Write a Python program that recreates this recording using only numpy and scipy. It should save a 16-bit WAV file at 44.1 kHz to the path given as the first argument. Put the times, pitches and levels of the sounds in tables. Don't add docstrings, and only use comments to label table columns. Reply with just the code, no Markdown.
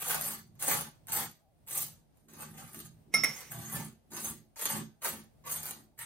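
import sys
import numpy as np
from scipy import signal
from scipy.fft import rfft, irfft, next_fast_len
from scipy.io import wavfile
from scipy.ndimage import uniform_filter1d, map_coordinates

SR = 44100
rng = np.random.default_rng(int(sys.argv[2]) if len(sys.argv) > 2 else 0)


def persist_wave(psi):
    counts = np.round(np.clip(psi, -1, 1) * 32767).astype(np.int16)
    wavfile.write(sys.argv[1], SR, np.atleast_2d(counts).T)


def boost(x):
    u = np.asarray(x, float) / 20
    return 10 ** u


N = 266805

# edge lands [t/s], time to full pressure [t/s], time it drags on [t/s],
# blade [level/dB], crust [level/dB]
STROKES = [(-0.05, 0.13, 0.13, -32, -39), (0.077, 0.025, 0.031, -30.5, -35),
           (0.195, 0.067, 0.07, -30, -40.5), (0.585, 0.05, 0.08, -31, -40),
           (0.656, 0.012, 0.13, -24.5, -31.5), (1.072, 0.092, 0.057, -29.5, -37),
           (1.662, .12, 0.056, -30, -45), (2.172, 0.0064, 0.072, -74, -87),
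           (2.275, 0.15, 0.22, -49.5, -51.5), (2.53, 0.05, 0.11, -50, -51),
           (2.639, 0.13, 0.097, -48, -58.5), (3.259, 0.11, 0.25, -45.5, -56.5),
           (2.849, 0.0093, 0.025, -74, -74), (3.489, 0.03, 0.19, -42, -47), (3.576, 0.17, 0.11, -38, -44),
           (4.095, 0.05, 0.094, -44, -50), (4.141, 0.1, 0.057, -35, -46.5), (4.556, 0.068, .07, -37.5, -45),
           (4.648, 0.054, 0.071, -33.5, -37.5), (5.007, 0.054, 0.067, -33.5, -36.5),
           (5.435, 0.023, 0.057, -59.5, -45.5), (5.453, 0.066, 0.3, -35, -44.5),
           (5.62, 0.06, 0.026, -39.5, -47.5), (5.969, 0.037, 0.0046, -40, -51.5)]
# [f/Hz], width [f/Hz], [level/dB]
HARD_EDGE = [(1310, 290, -3.5), (1950, 430, 0.5)]
# [t/s], [level/dB]
EDGE_CATCH = [
    (5.965, -120),
    (5.978, -67),
    (5.993, -50.5),
    (6.02, -48.5),
    (6.05, -73),
]


def knife():
    *_, blade_top, crust_top = np.transpose(STROKES)[:, :, None]
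    grit_top = -8.5 + blade_top + 0.29 * (crust_top - blade_top)
    blade_db = summed(blade_top + pressure(lag=0, lingers=0.98, light_db=-17))
    crust_db = summed(crust_top + pressure(lag=0.0015, lingers=0.83, light_db=-15, lead=0.0012))
    grit_db = summed(grit_top + pressure(lag=0.00075, lingers=0.85, light_db=-8.5, lead=0.0006))

    drive = crumbs(spread_db=3.5, clump_db=2, rate=140) * catching()
    steel = unit(blade(drive))
    toast = slice_of_toast(drive)
    gritty = grit(drive)
    scrape = boost(blade_db + 4.0) * steel + boost(crust_db) * unit(toast) + boost(grit_db) * gritty
    scrape += boost(curves(EDGE_CATCH)[0]) * body(HARD_EDGE, drive, own_db=1, rate=36)

    bright, dull = snaps()
    snap = bright * steel + dull * unit(toast + gritty)
    crack = boost(0.5) * filtered(bright, causal(STEEL_HISS))
    crack += boost(10) * filtered(dull, causal(CRUST_TONE[:-2] + GRIT_TONE[2:]))
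    return scrape + boost(-7.0) * filtered(snap, lambda f: f > 400) + crack


STEEL_PITCHES = [6400, 7200, 7780, 8268, 8978, 9700, 10400, 10750, 11650, 12100, 12950, 14200, 14850, 15600]
# width [f/Hz], [level/dB]
STEEL_RINGS = [(110, -6), (50, -11.5), (50, -10), (61, 0.5), (45, -7), (64.6, -5), (82.4, -4.5), (88.5, -3),
               (122, 0), (139, -5.5), (200, -1), (140, 0), (110, -0.5), (160, -8.5)]
# [t/s], [level/dB]
FLATTER = [
    (0, -2),
    (2.2, -6.5),
    (3.5, 10.5),
    (4.2, 10.5),
    (4.9, 10),
    (6.05, -4),
]
# [f/Hz], [level/dB per Hz]
STEEL_HISS = [(2940, -60), (5000, -28), (7630, 0), (8060, -12.5), (8760, 0.5), (11500, 0.5), (12600, 6.5),
              (16200, -5.5)]


def blade(drive):
    modes = [(hz, *row) for hz, row in zip(STEEL_PITCHES, STEEL_RINGS)]
    song = body(modes[1:], drive, own_db=3.5, rate=45)
    lowest = body(modes[:1], drive, own_db=9.0, rate=40)
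    hiss = patchy(filtered(drive, causal(STEEL_HISS)), depth_db=4.5)
    return song + boost(curves(FLATTER)[0] - 19.0) * lowest + boost(-3.0) * hiss


# [f/Hz], width [f/Hz], [level/dB]
TOAST_TONES = [(553, 30, -5), (702, 30, -2), (845, 40, -5), (1005, 40, -3), (1130, 50, -3), (1250, 50, -5),
               (1510, 50, -7), (1759, 40, -7)]
# [f/Hz], [level/dB per Hz]
CRUST_TONE = [(150, -36.5), (250, -4.5), (600, 5), (720, 8.5), (1170, 8), (1800, 3.5), (3500, -7),
              (4550, -43), (7700, -120)]


def slice_of_toast(drive):
    hollow = body(TOAST_TONES, drive, own_db=4, rate=34)
    return boost(-9.5) * hollow + patchy(filtered(drive, causal(CRUST_TONE)), depth_db=3)


# [f/Hz], [level/dB per Hz]
GRIT_TONE = [(1180, -41), (2000, -7), (3760, -1), (4610, 2.5), (5590, -3), (6210, 7), (7500, -0.5),
             (9750, -28.5), (16500, -120)]


def grit(drive):
    return patchy(filtered(drive, causal(GRIT_TONE)), depth_db=3)


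# [t/s], peak [level/dB], share of low sound [level/dB]
CRUMB_SNAPS = [(0.091, -36.5, -9), (0.2115, -25.5, -27.5), (0.224, -26, -24.5), (0.553, -56.5, -9),
               (0.608, -38, -6), (0.626, -25, -25.5), (0.6969, -26.5, -8), (0.7287, -25.5, -10),
               (1.0702, -40.5, -21.5), (1.0905, -36.5, -4.5), (1.6658, -51.5, -23), (1.709, -29.5, -20.5),
               (2.172, -57, -38), (2.285, -55, -0.5), (2.3355, -45.5, -4), (2.581, -46.5, 0),
               (2.7908, -30.5, -37.5), (3.4061, -32, -14), (3.5381, -38.5, -19.5), (4.118, -39.5, -4),
               (4.1665, -31, -7), (4.559, -49.5, 4), (4.594, -31, -8), (4.6552, -20.5, -15.5),
               (5.019, -41, -5.5), (5.046, -28, -3), (5.439, -67, 11), (5.4536, -47.5, -15),
               (5.464, -38.5, -9.5), (5.528, -30.5, -15), (5.9906, -34.5, -25.5), (0.0165, -34, -17.5),
               (0.14, -29, -9), (0.2195, -23.5, -29), (0.7391, -24.5, -14), (0.8105, -27.5, -21.5),
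               (2.384, -45.5, -15.5), (2.4075, -38, -17), (2.4214, -34.5, -12), (2.6782, -40, -10.5),
               (2.7322, -38.5, -20), (2.7455, -35.5, -15), (2.8011, -34.5, -34), (2.8545, -44.5, -21),
               (4.6137, -28.5, -22), (5.522, -33, -19), (5.606, -38.5, -23.5), (5.6308, -31.5, -18.5),
               (5.6557, -30, -11), (5.665, -28.5, -28), (5.709, -28, -25)]


def snaps():
    bright, dull = np.zeros(N + SR), np.zeros(N + SR)
    t = np.arange(SR // 20) / SR
    onset = 1 - np.exp(-t / 0.000084)
    fade = boost(8.0 - 60 * t / 0.0045) + boost(-17.0 - 60 * t / 0.044)
    for s, db, low_db in CRUMB_SNAPS:
        noise = rng.standard_normal(len(t))
        start = round(s * SR)
        bright[start:][:len(t)] += boost(db) * fade * noise * onset
        dull[start:][:len(t)] += boost(db + low_db - 9.5 - 60 * t / 0.14) * noise
    return bright[:N], dull[:N]


# [t/s], jolt [level/dB] (under 2 counts as 2, then 2 more), time to fade
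# 60 dB [t/s]
RIDGES = [(0.0166, 5, 0.033), (0.0422, 0.5, .04), (.077, -0.5, .04), (.094, 5, 0.036), (0.113, 4, .02),
          (0.143, 12, .02), (.167, 3, .05), (.2208, 4, 0.0089), (.24, -4, 0.017), (.268, -5.5, 0.024),
          (0.622, 4, .04), (0.634, 1.5, 0.018), (.647, 4, .04), (0.71, 9, .04), (.737, 0.5, 0.026),
          (.764, -4, 0.03), (.8061, 1, 0.032), (1.0804, -2.5, 0.028), (1.1179, 12, .04), (1.1353, 5.5, .04),
          (1.1488, 5.5, 0.02), (1.7, 4.5, 0.021), (1.71, 4, 0.044), (1.7749, 3.5, 0.043),
          (2.336, 5.5, 0.035), (2.386, 6.5, 0.038), (2.422, 6.5, .035), (2.7327, 8.5, 0.014),
          (2.7448, 0.5, .03), (2.801, 9, 0.045), (2.8552, 14.5, 0.033), (3.3837, 0, 0.036),
          (3.5225, 0, 0.019), (3.7496, 0, 0.056), (3.8438, 7, 0.031), (4.166, 2, .05), (4.2436, 1.5, .045),
          (4.261, 7.5, 0.035), (4.282, 6, 0.042), (4.307, 6.5, 0.048), (4.5757, 4.5, .03),
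          (4.6129, 2.5, .02), (4.619, 2.5, .06), (4.655, 10.5, .05), (4.717, 1.5, .03), (5.031, 2.5, .04),
          (5.042, 7, .08), (5.468, 9, 0.043), (5.497, 8.5, .025), (5.518, 7, 0.035), (5.5587, 5.5, 0.033),
          (5.632, 4.5, 0.035), (5.657, 0.5, 0.025)]


def catching():
    gain, t = np.ones(N + SR), np.arange(SR // 10) / SR
    onset = 1 - np.exp(-t / 0.00075)
    for s, db, t60 in RIDGES:
        jolt = boost(max(db, 2) + 2) - 1
        gain[round(s * SR):][:len(t)] += jolt * boost(-60 * t / t60) * onset
    return gain[:N]


def pressure(lag, lingers, light_db, lead=0):
    t, shapes, land_s = clock(), [], 0.023
    for s, build, drag, *_ in STROKES:
        top = s + land_s + max(build - land_s + lag, .001)
        sag_db = -108.5 * drag * lingers
        lifted_db = sag_db - 264.5 * lingers
        times = [s - land_s / 2 - lead, s + land_s / 2 - lead, top, top + drag, top + drag + 1]
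        shapes.append(np.interp(t, times, [-80, light_db, 0, sag_db, lifted_db], left=-150))
    return np.array(shapes)


def crumbs(spread_db, clump_db, rate):
    largeness = np.minimum(rng.exponential(size=N), 6.5)
    size = boost(spread_db * largeness + clump_db * wobble(rate))
    return unit(size * rng.standard_normal(N))


# [f/Hz], width [f/Hz], [level/dB]
COUNTER_TONES = [
    [(62, 22, -12.5), (91, 30, -10), (122.9, 19, -2)],
    [(156.2, 22, 0)],
    [(217.8, 12, -0.5), (235.8, 24, -13)],
    [(278.7, 3.1, 7.5), (343, 150, -3.5), (398, 160, -8)],
]
COUNTER_GIVE = [
    0.27,
    1.4,
    0.25,
    -0.98,
]


def worktop():
    low = np.zeros((2, N))
    for modes, give_db in zip(COUNTER_TONES, COUNTER_GIVE):
        strongest_hz = max(modes, key=lambda row: row[2])[0]
        db = give_db + leaning(strongest_hz)
        mid, side = [body(modes, crumbs(spread_db=-0.5, clump_db=1.0, rate=39), own_db=3.0, rate=4.9, order=2)
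                     for _ in range(2)]
        mid = mid / np.sqrt(0.15 + abs(uniform_filter1d(mid ** 2, size=SR // 16)))
        low += boost(db) * np.array([mid + boost(-14.0) * side, mid - boost(-10.5) * side])
    return filtered(low, lambda f: f ** 2 / (f ** 2 + 45 ** 2) / (1 + (f / 450) ** 4))


# [t/s], length [t/s], [level/dB], favoured pitch [f/Hz]
HAND_LEANS = [(0.163, 0.31, -52.5, 157), (0.307, 0.23, -53, 214), (0.517, 0.51, -60.5, 130),
              (0.76, 0.17, -45.5, 160), (0.873, 0.061, -53, 210), (1.15, 0.18, -52.5, 130),
              (1.207, 0.17, -51.5, 220), (1.277, 0.067, -53, 140), (1.821, 0.3, -55.5, 140),
              (2.338, 0.17, -58.5, 288), (2.498, 0.31, -51.5, 179), (2.644, 0.11, -53.5, 140),
              (2.783, 0.093, -49.5, 277), (2.872, 0.29, -54.5, 140), (3.098, 0.087, -59, 287),
              (3.199, 0.08, -43.5, 200), (3.292, 0.11, -48.5, 178.2), (3.587, 0.14, -45, 125),
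              (3.661, 0.3, -51, 214), (3.782, 0.12, -39.5, 164.4), (3.873, .12, -48.5, 202),
              (4.153, 0.07, -44, 329), (4.304, 0.067, -48.5, 121), (4.267, 0.23, -49, 235),
              (4.398, 0.093, -61, 125), (4.665, 0.068, -49.5, 245), (4.784, 0.14, -39, 200),
              (5.147, 0.15, -47.5, 206), (5.571, 0.25, -54.5, 150), (5.734, 0.29, -58, 260),
              (6.04, 0.14, -60, 116)]


def leaning(hz):
    t, levels = clock(), []
    for s, length, db, pitch in HAND_LEANS:
        away = abs((t - s) / length / np.where(t < s, 0.86, 1))
        octaves_off = abs(np.log2(hz / pitch))
        levels.append(db - 24 * away ** 1.48 - 13 * octaves_off)
    return summed(levels)


CHINA_PITCHES = [549, 1314, 1941, 2048, 2078, 2143, 2345, 3779, 5343, 5385, 5462, 5552, 5770, 6050, 9659,
                 12300, 14320, 14625]
# first place struck [level/dB], second place [level/dB], time to fade 60 dB [t/s]
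CHINA_RINGS = [(-32, -24, 0.13), (-21.5, -21.5, 0.18), (-33, -20, 0.087), (-20, -19, 0.044),
               (-35, -0.5, 0.075), (-3, -4, 0.15), (-24.5, -20, 0.1), (-17.5, -23, 0.049),
               (-19.5, -22, 0.08), (-13.5, -19.5, 0.25), (-17.5, -25.5, 0.19), (-15.5, -5.5, 0.15),
               (-18, -14.5, 0.0545), (-22, -23.5, 0.095), (-10.5, -8.5, 0.11), (-31.5, -14.5, 0.044),
               (-15, -32, .09), (-18.5, -8, 0.12)]
# [t/s], peak [level/dB], time until the blade chokes the ring [t/s], lost [level/dB]
BOWL_HITS = [
    (3.1393, -10.5, 0.158, 0),
    (3.2355, -14.5, 0.014, -8.5),
    (3.2435, -13.5, 0.0025, -30),
    (3.2875, -29.5, 0.0092, -6),
]
# [f/Hz], [level/dB per Hz]
KNOCK_TONE = [(60, -33.5), (200, -8), (600, -6.5), (2000, -7.5), (4300, -16), (5600, -6.5), (8000, -17.5),
              (12500, -8.5), (16200, -23)]


def bowl():
    ring, blow = np.zeros(N + SR), np.zeros(N + SR)
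    t = np.arange(SR // 3) / SR
    burst = boost(-7.5 - 60 * t / 0.024) + boost(-10.0 - 60 * t / 0.31)
    for k, (s, db, free, lost_db) in enumerate(BOWL_HITS):
        tone = np.zeros(len(t))
        for hz, (first, second, t60) in zip(CHINA_PITCHES, CHINA_RINGS):
            place_db = second if k else first
            fade = boost(place_db - 60 * t / t60 + 2 * uneven(t))
            tone += fade * np.sin(2 * np.pi * hz * t + 0.3 * uneven(t))
        choke = boost(lost_db * np.clip((t - free) / 0.0023, 0, 1))
        start = round(s * SR)
        ring[start:][:len(t)] += boost(db) * tone * choke * (1 - np.exp(-t / 0.0032))
        blow[start:][:len(t)] += boost(db) * burst * rng.standard_normal(len(t))
    return ring[:N] + filtered(blow[:N], causal(KNOCK_TONE)) + china_drag()


def uneven(t):
    knot_s = 0.015
    knots = rng.standard_normal(int(t[-1] / knot_s) + 4)
    return map_coordinates(knots, [t / knot_s], order=2)


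# [t/s], [level/dB]
CHINA_SLIDE = [
    (3.09, -120),
    (3.11, -84.5),
    (3.137, -52.5),
    (3.22, -65),
    (3.24, -50.5),
    (3.3, -48.5),
    (3.39, -49.5),
    (3.5, -58.5),
    (3.55, -120),
]


def china_drag():
    grind = crumbs(spread_db=-1, clump_db=1.5, rate=69)
    china = filtered(grind, lambda f: sum(boost(row[1]) * mode(f, hz, 130)
                                          for hz, row in zip(CHINA_PITCHES, CHINA_RINGS)))
    knock = filtered(grind, causal(KNOCK_TONE))
    return boost(curves(CHINA_SLIDE)[0]) * unit(unit(china) + unit(knock))


# [f/Hz], time to fade 60 dB [t/s]
ROOM_FADE = [(150, 0.052), (1000, 0.11), (5000, 0.28), (12000, 0.047)]
# [f/Hz], [level/dB]
ROOM_SHARE = [(100, -26), (300, 6), (1000, 9.5), (2500, 5.5), (5000, 11), (7000, 3), (14000, -1.5)]


def kitchen(x, wet_db, lead):
    wet, step = np.zeros((2, N + SR)), SR // 5
    padded = np.pad(x, (step, 2 * step))
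    for start in range(-step, N, step):
        hz, t, z = signal.stft(rng.standard_normal((2, SR // 3)), SR, nperseg=256)
        t60 = along(ROOM_FADE, hz)[:, None]
        tail = signal.istft(z * boost(-60 * t / t60) / np.sqrt(t60), SR, nperseg=256)[1]
        piece = padded[start + step:][:2 * step] * np.hanning(2 * step)
        piece = piece[max(-start, 0):]
        echo = signal.fftconvolve(piece[None], tail / np.linalg.norm(tail[0]), axes=1)
        wet[:, max(start, 0) + 60:][:, :echo.shape[1]] += echo

    def share(f):
        return 1 / (1 + boost(along(ROOM_SHARE, f) + wet_db) ** 2)

    def delay(f):
        return np.exp(2j * np.pi * f * np.array([[lead], [-lead]]) / SR)

    direct = filtered(x, lambda f: np.sqrt(share(f)) * delay(f))
    return direct + filtered(wet[:, :N], lambda f: np.sqrt(1 - share(f)))


# [f/Hz], [level/dB per Hz]
ROOM_HUSH = [(18, -30.5), (45, -2), (124, -3), (379, -17), (646, -16.5), (1380, -30.5), (7820, -38),
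             (8500, -27.5), (9250, -34), (14500, -32), (16200, -38.5)]
# [f/Hz], [level/dB]
FRIDGE_WHINE = [
    (634, -83),
    (755, -82),
]
# [t/s], [level/dB]
FRIDGE_EFFORT = [
    (0, -3.5),
    (1.3, 1),
    (1.5, 6),
    (1.7, -5.5),
    (3, -4),
    (6.05, 1),
]


def background():
    hush = unit(filtered(rng.standard_normal((2, N)), lambda f: boost(along(ROOM_HUSH, f))))
    hush += filtered(hush[::-1] - hush, lambda f: .4 / (1 + (f / 70) ** 4))
    swell = boost(1.6 * wobble(3) + 1.2 * wobble(11))
    t, whine = np.arange(N) / SR, np.zeros(N)
    for hz, db in FRIDGE_WHINE:
        level = boost(db + curves(FRIDGE_EFFORT)[0] + 1.9 * wobble(33.0))
        whine += level * np.sin(2 * np.pi * hz * t + 8.4 * wobble(29.0))
    return boost(-67.0) * hush * swell + whine


def unit(x):
    return x / np.sqrt(np.mean(x ** 2) + 1e-20)


def along(points, hz):
    f, v = np.transpose(points)
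    return np.interp(np.log(hz + 1), np.log(f + 1), v)


def curves(rows):
    s, *cols = np.transpose(rows)
    return [np.interp(np.arange(N) / SR, s, c) for c in cols]


def wobble(rate):
    knots = rng.standard_normal(int(N * rate / SR) + 4)
    return map_coordinates(knots, [np.arange(N) * rate / SR])


def clock():
    return np.arange(N * 1000 // SR + 2) / 1000


def summed(levels_db):
    total_db = 10 * np.log10(np.sum(boost(np.maximum(levels_db, -150)) ** 2, axis=0))
    return np.interp(np.arange(N) / SR, clock(), total_db)


def filtered(x, response):
    m = next_fast_len(N + SR // 2)
    return irfft(rfft(x, m) * response(np.fft.rfftfreq(m, 1 / SR)), m)[..., :N]


def mode(f, hz, width):
    return 1j * f * width / (hz * hz - f * f + 1j * f * width)


def causal(spectrum):
    def response(f):
        cep = irfft(np.log(boost(np.maximum(along(spectrum, f), -60))))
        cep[1:len(cep) // 2] *= 2
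        cep[len(cep) // 2 + 1:] = 0
        return np.exp(rfft(cep))
    return response


def body(modes, drive, own_db, rate, order=1):
    total = np.zeros(N)
    for k, (hz, width, db) in enumerate(modes):
        push = drive * boost(own_db * wobble(rate))
        total += (-1) ** k * boost(db) * filtered(push, lambda f: mode(f, hz, width) ** order)
    return unit(total)


def patchy(x, depth_db):
    z = signal.stft(x, nperseg=256)[2]
    field = uniform_filter1d(rng.standard_normal(z.shape), size=4, axis=0)
    field = uniform_filter1d(field, size=9, axis=1)
    return unit(signal.istft(z * boost(depth_db * unit(field)), nperseg=256)[1][:N])


# [f/Hz], [level/dB]
LEFT_TILT = [(60, -1.5), (250, -1), (900, 1), (4000, -1), (7000, -0.5)]


def scene():
    china = kitchen(bowl(), wet_db=-9, lead=.6) * boost([[-2], [1.5]])
    near = kitchen(knife(), wet_db=-1.1, lead=2.13) + china + worktop()
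    tilted = filtered(near, lambda f: boost(along(LEFT_TILT, f) * np.array([[1], [-1]])))
    return tilted + background()


# [f/Hz], width [f/Hz], readiness to drop out [no unit]
WEAK_BANDS = [(2750, 200, -1.7), (3600, 300, -1.6), (4650, 250, -1.6), (6500, 300, -1.6), (4200, 300, -1.8),
              (5150, 250, -1.7), (7750, 500, -1.1), (8620, 500, .2), (11000, 800, -.2), (11700, 600, -1),
              (13500, 750, .8), (14300, 600, -1.1), (9900, 400, -1.5), (15550, 600, -.3)]


def thin_treble(mid, side):
    mono_hz, top_hz, last_hz = 6850, 15850, 16500
    hz, t, z = signal.stft(np.array([mid, side]), SR, nperseg=1024)
    frames = np.minimum(t * SR, N - 1).astype(int)

    def level_db(band):
        return 10 * np.log10(np.sum(abs(z[0, band]) ** 2, axis=0) + 1e-14)

    treble_db = level_db(hz > mono_hz)
    ring_db = level_db((hz > 1900) & (hz < 2300))
    leap = np.roll(treble_db, -1) - np.roll(treble_db, 2) > 11
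    masked = 0.14 * np.maximum(ring_db - treble_db, 0) * (ring_db > -62)
    for centre_hz, width, ready in WEAK_BANDS:
        rate = 9 if centre_hz > mono_hz else 22
        kept = leap | (wobble(rate)[frames] > ready + masked)
        z[:, abs(hz - centre_hz) < width / 2] *= kept
    for low in range(mono_hz, top_hz, 600):
        kept = leap | (wobble(25)[frames] > 1.5)
        z[1, (hz >= low) & (hz < low + 600)] *= boost(2 - 7 * np.log2(low / mono_hz)) * kept
    z[:, hz > top_hz] *= np.where(leap, boost(-16.5), boost(-39.5)) * (hz[hz > top_hz, None] < last_hz)
    return signal.istft(z, SR, nperseg=1024)[1][:, :N]


def top_cut(x):
    return signal.sosfilt(signal.butter(12, 16650, fs=SR, output="sos"), x)


# [f/Hz], width [f/Hz], depth [0-1]
PORT_DIPS = [
    (8550, 35, .8),
    (11790, 580, 1),
    (14000, 470, 0.7),
]


def record(dry):
    def port(f):
        return np.prod([1 - depth * mode(f, hz, width) for hz, width, depth in PORT_DIPS], axis=0)

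    left, right = filtered(dry, port)
    mid, side = thin_treble((left + right) / 2, (left - right) / 2)
    return top_cut(np.array([mid + side, mid - side]))


dry = scene()
out = record(dry)
persist_wave(out)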